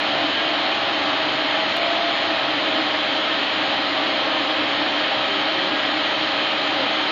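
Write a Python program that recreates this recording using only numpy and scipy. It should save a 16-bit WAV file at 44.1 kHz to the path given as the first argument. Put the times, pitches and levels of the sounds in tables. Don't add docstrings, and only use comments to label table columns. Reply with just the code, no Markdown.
import sys
import numpy as np
from scipy import signal
from scipy.fft import rfft, irfft, dct, next_fast_len
from scipy.io import wavfile
from scipy.ndimage import uniform_filter1d, map_coordinates

SR = 44100
rng = np.random.default_rng(int(sys.argv[2]) if len(sys.argv) > 2 else 0)


def level_to_linear(level):
    exponent = np.asarray(level, float) / 20
    return 10 ** exponent


def transcribe(u):
    v = np.clip(np.atleast_2d(u).T, -1, 1)
    q = np.round(v * 32767).astype(np.int16)
    wavfile.write(sys.argv[1], SR, q)


N = 313727

# frequency [Hz], density [dB per Hz].
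TURBULENCE = [(15, -50), (25, -38), (180, -18), (301, -14.5), (365, -8.5), (482, -10.5), (623, -7),
              (709, -7), (789, -8.5), (1470, -7), (2680, -6.5), (3180, -8), (4200, -7.5), (5460, -12),
              (9240, -120)]
# centre [Hz], width [Hz], lift [dB].
DUCT_MODES = [(120, 62, 6), (177, 16, -4), (213, 41, 7), (241, 12, -3.5), (604, 10, -5.5), (646, 79, 5),
              (694, 30, 2.5), (718.5, 22, -7), (759, 49, 6), (820, 46, 4.5), (890, 24, 4.5), (941, 31, 4.5),
              (1039, 44, 3), (1283, 120, 2.5), (1360, 55, 0.5), (1792, 80, 3.5), (2700, 92, -2),
              (2930, 250, 3), (3065, 30, 1.5), (3440, 60, 1), (3114, 26, 5.5), (3194, 70, 4),
              (3330, 78, 4.5)]
# centre [Hz], width [Hz], level [dB].
HOSE_MODES = [(255, 24, -11), (287.2, 22, 1.5), (305.4, 7, -5), (313.5, 15, 2.5), (336, 16, -10.5)]
# time [s], level over its mean [dB].
HOSE_SWELL_DB = [(0, -0.5), (.3, 1.5), (.7, -2), (1.3, 0.5), (1.65, -3.5), (2.4, -3), (2.75, 3.5),
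                 (3.15, -1), (3.7, 0), (4.3, 0.5), (4.85, 2), (5.2, -3), (5.45, 0), (5.75, 3), (6.1, -2),
                 (6.35, -1), (6.601, 1), (7.11, -1)]
# start [s], end [s], step rate at start [Hz], step rate at end [Hz],
# level of the double [dB].
GANTRY_MOVES = [
    (.06, 1.02, 343, 341.5, -37),
    (1.02, 1.98, 323, 320.5, -39),
    (2.62, 3.02, 322, 318, -37),
    (1.204, 1.472, 240, 238, -46),
    (3.753, 4.7, 266, 264.6, -40.5),
    (5.47, 5.72, 180, 184, -40),
    (6.71, 6.9, 300, 232, -36),
    (6.93, 7.2, 378, 382, -39),
]
# start [s], end [s], step rate at start [Hz], step rate at end [Hz],
# level of the double [dB].
CARRIAGE_MOVES = [(0, .3, 385, 383, -40), (0, .26, 408, 413, -41), (1.572, 1.76, 105.9, 101, -42.5),
                  (1.68, 1.79, 333, 342, -35), (1.72, 2.16, 342, 339.5, -31),
                  (2.08, 2.42, 339.5, 331, -35.5), (2.266, 2.52, 68.3, 68, -51),
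                  (4.62, 4.876, 68.6, 65, -54), (4.923, 5.123, 258, 265, -41), (5.26, 5.44, 201, 190, -38),
                  (.5, 1.1, 402, 405, -42), (2.28, 2.62, 398, 417, -40), (3.9, 4.12, 386, 378, -40),
                  (5.88, 6.12, 387, 380, -39)]
ROTOR_RATES_HZ = [619.1, 642.8, 551.3, 580.3, 544.4, 44.8, 2115, 762, 803, 832, 3190]
# (multiple of the #
# base rate, level [dB rms]).
ROTOR_WHINES = [(.09, 1.8, [(1, -39.5), (2, -47), (3, -53), (4, -46), (5, -38.5), (6, -52)]),
                (.17, 3, [(1, -46), (2, -43.5), (3, -45.5), (4, -51), (5, -50)]), (.22, 1.5, [(1, -40.5),
                (4, -50), (6, -50)]), (.08, 4, [(1, -51), (2, -45.5)]), (.1, 4, [(2, -48), (3, -45)]),
                (.9, 4, [(1, -68), (2, -66), (3, -60)]), (.25, 4, [(1, -49)]), (.6, 4, [(1, -46)]),
                (.7, 4, [(1, -44)]), (.5, 5, [(1, -45)]), (.4, 3, [(1, -46)])]
# frequency [Hz], gain [dB].
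TREBLE_LOSS = [(4000, 2.5), (4300, 0), (4700, -9.5), (4850, -8), (5150, -14.5), (5270, -15), (5400, -18.5),
               (5550, -19), (5750, -18.5), (5900, -22.5), (6060, -24), (6250, -21.5), (6500, -19.5),
               (6800, -21.5), (6930, -26), (7080, -23.5), (7270, -29.5), (7300, -88)]
# frequency [Hz], step [dB].
COARSE_STEPS = [(60, -50), (1000, -26), (2000, -20), (3500, -18), (4200, -19), (4600, -21), (5000, -24.5),
                (5400, -29), (6000, -32), (6500, -29.5), (7200, -35.5)]
# frequency [Hz], step [dB].
FINER_STEPS = [(60, -55), (500, -30), (3500, -31), (4300, -40), (4900, -47), (5300, -52), (6000, -56.5),
               (7200, -62)]

RUSH_DB, BOOM_DB = -18.6, -35.5
SURGE_DB, SURGE_PER_S = 0.006, 2.5
BOOM_GROWS = 4.6
GANTRY_SIDE_DB, CARRIAGE_SIDE_DB = -10, -21
RAMP_S, STEP_WAVER, HUM_FLUTTER_DB = 0.06, 0.003, 2
COARSE_FRAME, COARSE_LEADS = 2822, (593, 1592)
FINER_FRAME, FINER_LEAD = 1024, 824
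STEP_FOLLOWS = 0.6
SPLICE_AT = 77959
HAZE_DB = -94.5


def unit(x):
    return x / np.sqrt(np.mean(x ** 2) + 1e-20)


def along(points, hz):
    f, v = np.transpose(points)
    return np.interp(np.log(hz + 1), np.log(f + 1), v)


def wobble(rate, size=N):
    knots = rng.standard_normal(int(size * rate / SR) + 4)
    return map_coordinates(knots, [np.arange(size) * rate / SR])


def filtered(x, gain):
    m = next_fast_len(N)
    spectrum = rfft(np.resize(x, m))
    return irfft(spectrum * gain(np.fft.rfftfreq(m, 1 / SR)), m)[:N]


def bell(hz, centre_hz, width_hz):
    return 1 / (1 + (2 * (hz - centre_hz) / width_hz) ** 2)


def eddies(patchy_db):
    z = signal.stft(rng.standard_normal(N), nperseg=512)[2]
    field = uniform_filter1d(rng.standard_normal(z.shape), 6, 0)
    field = uniform_filter1d(field, 14, 1)
    return signal.istft(z * level_to_linear(patchy_db * unit(field)), nperseg=512)[1][:N]


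def duct_rush(surge_db):
    def duct_gain(hz):
        lift_db = sum(db * bell(hz, centre, width) for centre, width, db in DUCT_MODES)
        return level_to_linear(along(TURBULENCE[:-2], hz) + lift_db)

    return level_to_linear(RUSH_DB + surge_db) * unit(filtered(eddies(patchy_db=0.23), duct_gain))


def hose_boom(surge_db):
    def hose_gain(hz):
        return sum(level_to_linear(db) * bell(hz, centre, width) for centre, width, db in HOSE_MODES)

    boom = unit(filtered(rng.standard_normal(N), hose_gain))
    swell_db = np.interp(np.arange(N) / SR, *np.transpose(HOSE_SWELL_DB))
    return level_to_linear(BOOM_DB + swell_db + BOOM_GROWS * surge_db) * boom


def exhaust_air():
    surge_db = SURGE_DB * wobble(SURGE_PER_S)
    return duct_rush(surge_db) + hose_boom(surge_db)


def cutting_head():
    out = np.zeros(N)
    for moves, side_db in ((GANTRY_MOVES, GANTRY_SIDE_DB), (CARRIAGE_MOVES, CARRIAGE_SIDE_DB)):
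        for start, end, first_hz, last_hz, double_db in moves:
            span = slice(round(start * SR), min(round(end * SR), N))
            t = np.arange(N)[span] / SR
            ramp = np.clip(np.minimum(t - start, end - t) / RAMP_S, 0, 1)
            step_hz = np.interp(t, [start, end], [first_hz, last_hz])
            step_hz = step_hz * (1 + STEP_WAVER * wobble(9.5, size=len(t)))
            phase = 2 * np.pi * np.cumsum(step_hz) / SR
            note = np.sin(2 * phase) + level_to_linear(side_db) * (np.sin(phase) + np.sin(3 * phase))
            level = level_to_linear(double_db + HUM_FLUTTER_DB * wobble(12, size=len(t)))
            out[span] += ramp * level * note
    return np.sqrt(2) * out


def rotors():
    out = np.zeros(N)
    for hz, (drift_percent, flutter_db, orders) in zip(ROTOR_RATES_HZ, ROTOR_WHINES):
        base_hz = hz * (1 + drift_percent / 100 * wobble(4.5))
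        phase = 2 * np.pi * np.cumsum(base_hz) / SR
        for order, db in orders:
            flutter = unit(level_to_linear(flutter_db * wobble(7.5)))
            out += level_to_linear(db) * flutter * np.sin(round(order) * phase + 2 * np.pi * rng.random())
    return np.sqrt(2) * out


def scene():
    return (exhaust_air() + cutting_head() + rotors())[None]


def stream_rounding(x, steps, frame, lead, size, scatter_db):
    count = N // frame + 3
    window = signal.windows.kaiser_bessel_derived(2 * frame, 4 * np.pi)
    padded = np.pad(x, (frame + lead, count * frame - N - lead), "wrap").reshape(-1, frame)
    a, b, c, d = np.split(np.hstack([padded[:-1], padded[1:]]) * window, 4, axis=1)
    lines = dct(np.hstack([-c[:, ::-1] - d, a - b[:, ::-1]]), type=4, norm="ortho")
    chance = np.repeat(rng.standard_normal((count, frame // size)), size, axis=1)
    step = level_to_linear(along(steps, np.arange(frame) * SR / 2 / frame) + scatter_db * chance)
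    band_rms = np.sqrt((lines.reshape(count, -1, size) ** 2).mean(2))
    band = np.repeat(band_rms, size, axis=1) + 1e-12
    step = step * np.maximum(band / band.mean(0), 0.3) ** STEP_FOLLOWS
    lines = np.sign(lines) * np.floor(abs(lines) / step + 0.4) * step
    u, v = np.split(dct(lines, type=4, norm="ortho"), 2, axis=1)
    frames = np.hstack([v, -v[:, ::-1], -u[:, ::-1], -u]) * window
    return (frames[:-1, frame:] + frames[1:, :frame]).ravel()[lead:][:N]


def splice_tick():
    jump = level_to_linear(-18.5) * np.exp(-np.arange(40) / 2.5)
    return np.pad(jump, (SPLICE_AT, N - SPLICE_AT - len(jump)))


def low_pass(x):
    return signal.sosfilt(signal.butter(12, 15700, fs=SR, output="sos"), x)


def record(dry):
    dull = filtered(dry[0], lambda hz: level_to_linear(along(TREBLE_LOSS, hz)))
    before, after = (stream_rounding(dull, COARSE_STEPS, COARSE_FRAME, lead, size=34, scatter_db=1.3)
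                     for lead in COARSE_LEADS)
    heard = np.where(np.arange(N) < SPLICE_AT, before, after)
    heard = stream_rounding(heard, FINER_STEPS, FINER_FRAME, FINER_LEAD, size=16, scatter_db=1)
    heard = heard + level_to_linear(HAZE_DB) * rng.standard_normal(N)
    heard = heard + splice_tick()
    heard = heard * np.minimum(np.arange(N)[::-1] / 60, 1)
    return low_pass(heard[None])


dry = scene()
out = record(dry)
transcribe(out)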